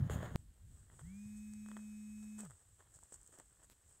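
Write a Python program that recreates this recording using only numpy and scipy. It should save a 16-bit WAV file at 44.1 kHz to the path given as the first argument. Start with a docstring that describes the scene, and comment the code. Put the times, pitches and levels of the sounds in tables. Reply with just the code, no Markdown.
"""A small electric motor spins up, hums and whines for a second and a half, then coasts to a stop. Its
unbalanced shaft makes the hum, and its sliding contacts make the whine and a hiss. Before it starts, a hand
rubs and bumps the microphone, then the level drops abruptly with a click. All this is heard on a walk over a
dry field: fingers tap and knock, shoes and clothes scuff, and a stalk snaps near the end, over faint wind. The
ticks and scuffs are bright near 8 kHz."""
import sys
import numpy as np
from scipy import signal
from scipy.fft import rfft, irfft
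from scipy.io import wavfile
from scipy.ndimage import uniform_filter1d

SR = 44100
rng = np.random.default_rng(int(sys.argv[2]) if len(sys.argv) > 2 else 0)


def dump(signal):
    """Clip the signal to [-1, 1] and save it as 16-bit WAV at the path in sys.argv[1]."""
    limited = np.clip(np.atleast_2d(signal).T, -1, 1)
    pcm = np.round(limited * 32767).astype(np.int16)
    wavfile.write(sys.argv[1], SR, pcm)


N = 176400
T = np.arange(N) / SR

BREAK_S = .3589   # the level drops abruptly here, with a click
HISS_SLIPS_PER_S = 9000
# The bright tone of ticks and scuffs. Each row: frequency in Hz, level in dB.
BRIGHT_TONE = [(500, -39), (4300, -25.5), (5400, -19), (6050, -16.5), (7000, -7), (7600, -3), (8080, 2.5),
               (8900, -9.5), (10200, -23.5), (16000, -28)]


def motor():
    """An unbalanced shaft hums; the commutator (a turning switch) whines and the brushes on it hiss."""
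    # The strong tones of the whine. Each row: cycles per turn of the shaft, level in dB.
    whine_tones = [(8, -88), (9, -89.5), (10, -87.5), (11, -86.5), (12, -74.5), (17, -91), (18, -91.5),
                   (24, -93.5), (25, -88.5), (26, -86), (28, -92.5), (29, -89.5), (30, -80.5), (31, -85.5),
                   (32, -86), (33, -81), (34, -84), (37, -75.5), (38, -73.5), (39, -82), (40, -78.5),
                   (41, -81.5), (43, -89.5), (46, -89.5), (52, -93), (53, -90.5), (54, -87), (55, -95),
                   (66, -93), (68, -91.5)]
    # The tone of the brush hiss. Each row: frequency in Hz, level in dB.
    brush_tone = [(300, -13), (1800, -11.5), (2600, -16), (5600, -22.5), (6500, -7), (8050, -2.5),
                  (9500, -12), (10400, -20), (11400, -19.5), (12400, -26), (14200, -16), (16000, -19.5)]
    on_s, off_s, spin_up_s, coast_s = 1.0, 2.421, .071, .138
    start_hz, run_hz, creep_hz_per_s, commutator_order = 108, 211.0, 1.25, 12
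    since_on, since_off = np.maximum(T - on_s, 0), np.maximum(T - off_s, 0)
    sag = .9 * np.exp(-((T - 1.99) / .14) ** 2)   # the speed dips slightly in mid-run
    lag = (run_hz - start_hz) * np.exp(-since_on / spin_up_s)
    coast = np.exp(-np.maximum(since_off - .01, 0) / coast_s)
    shaft_hz = (run_hz + creep_hz_per_s * since_on - sag - lag) * coast
    angle = 2 * np.pi * np.cumsum(shaft_hz * (1 + .0007 * drift(25))) / SR
    speed = shaft_hz / run_hz
    hum_fade = np.clip((.17 - since_off) / .029, 0, 1)
    hum = from_db(-50.5) * speed ** 2.15 * np.sin(angle) * hum_fade
    strong_db, weak_db, whine = dict(whine_tones), -101.5, 0
    for order in range(2, 72):
        level_db = strong_db.get(order, weak_db + rng.normal(0, 2.0)) + 1.4 * drift(18)
        rise_s = .036 * np.clip(order / commutator_order, 1, 2.2) ** 2   # higher tones swell later
        rise = 1 - np.exp(-(since_on / rise_s) ** 3)
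        whine += from_db(level_db - 1) * rise * np.sin(order * angle + rng.uniform(0, 2 * np.pi))
    brushes = from_db(-75) * noise(brush_tone) * (1 + .39 * np.sin(angle))   # swells once a turn
    driven = speed ** .48 * np.clip(1 - since_off / .031, 0, 1)   # whine and hiss end with the current
    fade_in = np.clip(since_on / .025, 0, 1)
    return fade_in * (np.sqrt(2) * hum + driven * (np.sqrt(2) * whine + brushes))


def grip():
    """A hand sticks, slips and rubs on the microphone; after a last bump the level drops abruptly with a click."""
    # How loud the hand is. Each row: time in seconds, then rumble, rubbing and hiss levels in dB.
    hand_levels = [(0, -36, -60.5, -79), (.032, -37, -61, -82), (.07, -40.5, -62.5, -71),
                   (.093, -52, -62, -79), (.106, -40, -53.5, -53.5), (.15, -40, -52, -54),
                   (.162, -38, -52, -63), (.21, -45, -54.5, -65.5), (.25, -47, -48, -62),
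                   (.29, -54, -58, -69), (.335, -44.5, -60.5, -71), (.358, -64, -56, -74)]
    # The tones of those three noises. Each row: frequency in Hz, level in dB.
    rumble_tone = [(25, -38.5), (60, -6), (95, 2), (135, -0.5), (185, -3.5), (260, -16.5), (400, -32),
                   (900, -60)]
    rub_tone = [(150, -10.5), (300, -2.5), (520, 1.5), (900, -5.5), (1850, -6.5), (2480, -25.5),
                (3150, -17), (4200, -29), (6000, -38), (16000, -82)]
    hiss_tone = [(1100, -0.5), (2400, -12), (3050, -1.5), (5700, -23.5), (6750, 3), (7900, -8),
                 (8500, -4.5), (10500, -16.5), (12300, -12.5), (16000, -17)]
    rumble, rub, hiss = gains(hand_levels)
    judder_hz, bump_hz, bump_s = 67.4, 123, .3528
    angle = 2 * np.pi * judder_hz * T
    swell = np.exp(-((T - .029) / .02) ** 2)
    judder = from_db(-38.5) * swell * (np.sin(angle) + 1.7 * np.sin(2 * angle))
    bump = from_db(-26) * np.sin(2 * np.pi * bump_hz * np.maximum(T - bump_s, 0))
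    rubbing = rub * friction(rub_tone, slips_per_s=1700) + hiss * friction(hiss_tone, HISS_SLIPS_PER_S)
    return (judder + rumble * steady(noise(rumble_tone)) + rubbing + bump) * (T < BREAK_S)


def taps(decay_s=.0019):
    """Fingertips make the hollow casing ring briefly, at a pitch that depends on where they land."""
    # Finger taps. Each row: start in seconds, pitch in Hz, level in dB.
    landings = [(.0994, 410, -28.5), (.2305, 613, -32), (1.001, 1340, -63), (2.434, 605, -48),
                (2.4605, 1210, -54), (2.969, 605, -62), (3.030, 950, -56.5), (3.123, 503, -50),
                (3.292, 450, -58.5), (3.376, 650, -59), (3.387, 400, -50), (3.3995, 800, -52),
                (3.405, 700, -62)]
    rings = 0
    for start, hz, db in landings:
        age = np.maximum(T - start, 0)
        rings += from_db(db) * np.sin(2 * np.pi * hz * age) * np.exp(-age / decay_s)
    return rings


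def knocks():
    """The hand knocks on the casing, each time with a dull body and a bright tick."""
    # Knocks. Each row: start in seconds, peak of the body in dB, peak of the tick in dB.
    hits = [(0.0981, -33, -51), (0.2288, -42, -55), (.900, -53.5, -76), (0.9938, -47.5, -57),
            (1.536, -57.5, -48), (1.6617, -49, -57), (1.687, -47, -51), (1.7157, -43.5, -51),
            (1.768, -39, -56), (1.774, -50.5, -51.5), (1.7915, -53, -59), (2.384, -55, -60),
            (2.390, -49, -48), (2.406, -65, -39), (2.451, -54, -47), (2.500, -56, -53), (2.5083, -52, -47),
            (2.516, -54.5, -64), (2.799, -58, -70), (2.806, -53, -68), (2.989, -57.5, -53),
            (3.035, -77, -46), (3.1235, -53.5, -47), (3.142, -72, -41), (3.2146, -69, -50),
            (3.231, -76, -50.5), (3.263, -76, -50), (3.275, -81, -49), (3.387, -60, -47),
            (3.399, -48.5, -46), (3.528, -73, -58)]
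    # The tone of the dull body. Each row: frequency in Hz, level in dB.
    body_tone = [(90, -19), (250, 0.5), (420, -2), (800, -2.5), (1300, 1.5), (1950, -2.5), (2300, -16.5),
                 (2700, -23.5), (3250, -10), (3900, -24.5), (16000, -41)]
    starts, body_db, tick_db = np.transpose(hits)
    body = strikes(starts, body_db, body_tone, rattle=.05, decay_s=.0024)
    ticks = strikes(starts, tick_db, BRIGHT_TONE, rattle=.38, decay_s=.0013)
    return body + ticks


def footfalls(pitch_hz=109, length_s=.019):
    """Feet land softly, each with a short, low thud."""
    # Steps. Each row: start in seconds, level in dB.
    steps = [(1.03, -52.5), (1.253, -47), (2.954, -58.5)]
    thuds = 0
    for start, db in steps:
        swell = np.sin(np.pi * np.clip((T - start) / length_s, 0, 1))
        thuds += from_db(db) * swell * np.sin(2 * np.pi * pitch_hz * (T - start))
    return thuds


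def scuffs():
    """Shoes and clothes rub in short strokes over a dry rustle that never stops."""
    # Strokes. Each row: start in seconds, length in seconds, dull level in dB, bright level in dB.
    strokes = [(0.905, 0.063, -73.5, -85), (0.985, 0.041, -66, -65.5), (1.36, 0.04, -92, -66.5),
               (1.664, 0.24, -74, -70), (2.224, 0.031, -73.5, -64.5), (2.378, 0.055, -63, -54),
               (2.422, 0.068, -65, -62.5), (2.505, 0.047, -75, -77), (2.788, 0.051, -72.5, -73),
               (2.933, 0.054, -80.5, -62.5), (3.006, 0.042, -94, -71), (3.118, 0.055, -73.5, -58.5),
               (3.317, 0.064, -68.5, -64), (3.37, 0.066, -69.5, -69), (3.591, 0.052, -72.5, -77),
               (3.627, 0.035, -73.5, -64), (3.702, 0.025, -84, -70.5), (3.851, 0.14, -83.5, -71)]
    # How loud the rustle is. Each row: time in seconds, level in dB.
    rustle_levels = [(0, -97), (.39, -75), (.47, -82), (.62, -77.5), (.78, -70.5), (.88, -75.5), (.97, -67),
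                     (1.15, -74.5), (1.5, -81.5), (2.1, -75), (2.5, -68.5), (2.7, -72), (2.9, -73.5),
                     (3.05, -69.5), (3.3, -70), (3.52, -72.5), (3.78, -74.5), (4, -71.5)]
    # The tone of the dull crunch. Each row: frequency in Hz, level in dB.
    crunch_tone = [(150, -10), (380, 3), (600, 0), (1250, -2), (1850, -3), (2300, -19), (3250, -10),
                   (4000, -25.5), (16000, -42)]
    dull, bright = 0, 0
    for start, length, dull_db, bright_db in strokes:
        progress = (T - start) / length
        swell = np.clip(np.minimum(progress / .15, (1 - progress) / .48), 0, 1)   # quick in, slower out
        dull += from_db(dull_db) * swell
        bright += from_db(bright_db) * swell
    rustle = gains(rustle_levels)[0] * from_db(1.1 * drift(30))
    dull_rustle = from_db(-84 + 3.2 * drift(24.73)) * rms_one(rustle)
    crunch = np.hypot(dull, dull_rustle) * friction(crunch_tone, slips_per_s=800)
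    hiss = np.hypot(bright, rustle) * friction(BRIGHT_TONE, HISS_SLIPS_PER_S)
    return crunch + hiss


def stalk(scrape_s=.04):
    """A dry stalk snaps and its fibres scrape on for a moment."""
    # Cracks of the stalk. Each row: start in seconds, peak level in dB.
    snaps = [(3.6995, -41), (3.707, -59), (3.713, -52)]
    tone = [(300, 1.5), (16000, -10)]   # Each row: frequency in Hz, level in dB.
    starts, peaks_db = np.transpose(snaps)
    progress = np.clip((T - starts[0]) / scrape_s, 0, 1)
    scrape = from_db(-68.5) * np.sin(np.pi * progress) * friction(tone, HISS_SLIPS_PER_S)
    return strikes(starts, peaks_db, tone, rattle=.15, decay_s=.0004) + scrape


def wind():
    """Light puffs of wind hit the microphone over the quiet hiss of open air."""
    # How loud the wind is. Each row: time in seconds, level in dB.
    wind_levels = [(0, -59), (.55, -64), (.85, -59), (1.25, -65), (1.6, -65), (2.1, -70), (2.8, -74),
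                   (3.0, -70.5), (3.5, -74.5), (4, -72)]
    # The tones of the wind and the open air. Each row: frequency in Hz, level in dB.
    wind_tone = [(20, -15), (55, 0), (85, -1), (125, -7.5), (180, -16.5), (300, -26), (800, -53.5)]
    air_tone = [(100, 1.5), (400, -6.5), (900, -9), (1700, -5.5), (2400, -10.5), (3300, -7.5),
                (5000, -12.5), (11000, -10.5), (16000, -15)]
    puffs = gains(wind_levels)[0] * from_db(3.5 * drift(30))
    return puffs * noise(wind_tone) + from_db(-80) * noise(air_tone)


def stereo_width():
    """Faint noise, opposite in left and right, widens the sound and is stronger before the click."""
    # The tones of the opening noise and the steady noise. Each row: frequency in Hz, level in dB.
    opening_tone = [(130, -32), (350, 2.5), (1800, 0), (5000, -18)]
    steady_tone = [(100, 5), (2500, 5.5), (7000, -4.0), (12000, 6.5)]
    side = from_db(-76.5) * noise(opening_tone) * (T < BREAK_S) + from_db(-90) * noise(steady_tone)
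    return side * np.array([[1], [-1]])


def strikes(starts, peaks_db, tone, rattle, decay_s, size=1024):
    """Short hits, each a click with a dying rattle, given a tone and set to its peak level."""
    out, t = np.zeros(N + size), T[:size]
    response = coloured(1.0 * (T == 0), tone)[:size]
    for start, db in zip(starts, peaks_db):
        contact = (t == 0) + rattle * rng.standard_normal(size) * np.exp(-t / decay_s)
        hit = signal.fftconvolve(contact, response)[:size]
        first = int(start * SR)
        out[first:first + size] += from_db(db) * hit / np.abs(hit).max()
    return out[:N]


def friction(tone, slips_per_s, spread_db=2.5):
    """Rubbing is many tiny slips of uneven size at random moments."""
    sizes = from_db(spread_db * np.minimum(rng.exponential(1, N), 4)) * rng.choice([-1, 1], N)
    slips = sizes * (rng.random(N) < slips_per_s / SR)
    return rms_one(coloured(slips, tone))


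def noise(tone):
    """Smooth noise with the given tone."""
    return rms_one(coloured(rng.standard_normal(N), tone))


def coloured(x, tone):
    """Filter a sound so that it takes on the given tone."""
    hz, db = np.transpose(tone)
    freqs = np.maximum(np.arange(N // 2 + 1) * SR / N, 1)
    cepstrum = irfft(np.log(from_db(np.interp(np.log(freqs), np.log(hz), db))), N)
    cepstrum[1:N // 2] *= 2   # folded so the filter rings only after a click (minimum phase)
    cepstrum[N // 2 + 1:] = 0
    return irfft(rfft(x) * np.exp(rfft(cepstrum)), N)


def steady(x, window_s=.03):
    """Even out the chance swells of a low noise."""
    return x / np.sqrt(uniform_filter1d(x ** 2, size=int(window_s * SR)) + 1e-9)


def drift(per_s):
    """A wandering line that heads for a new random value per_s times a second."""
    points = rng.standard_normal(1000)
    return np.interp(T * per_s, np.arange(len(points)), points)


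def gains(rows):
    """Turn rows of a time and levels in dB into volume curves."""
    times, *columns = np.transpose(rows)
    return [from_db(np.interp(T, times, db)) for db in columns]


def rms_one(x):
    """Scale a sound so its average strength (rms) is 1."""
    return x / np.sqrt(np.mean(x ** 2) + 1e-20)


def from_db(db):
    """Turn decibels into a number to multiply by."""
    return 10 ** (np.asarray(db) / 20)


def scene():
    """Add up all the sounds, close by and nearly in the middle."""
    walking = grip() + taps() + knocks() + footfalls() + scuffs() + stalk()
    width = stereo_width()
    return motor() + walking + wind() + width


def record(dry):
    """Cut away the highest treble steeply."""
    cutoff_hz = 15700
    return signal.sosfilt(signal.ellip(10, .1, 70, cutoff_hz, fs=SR, output="sos"), dry)


dry = scene()
out = record(dry)
dump(out)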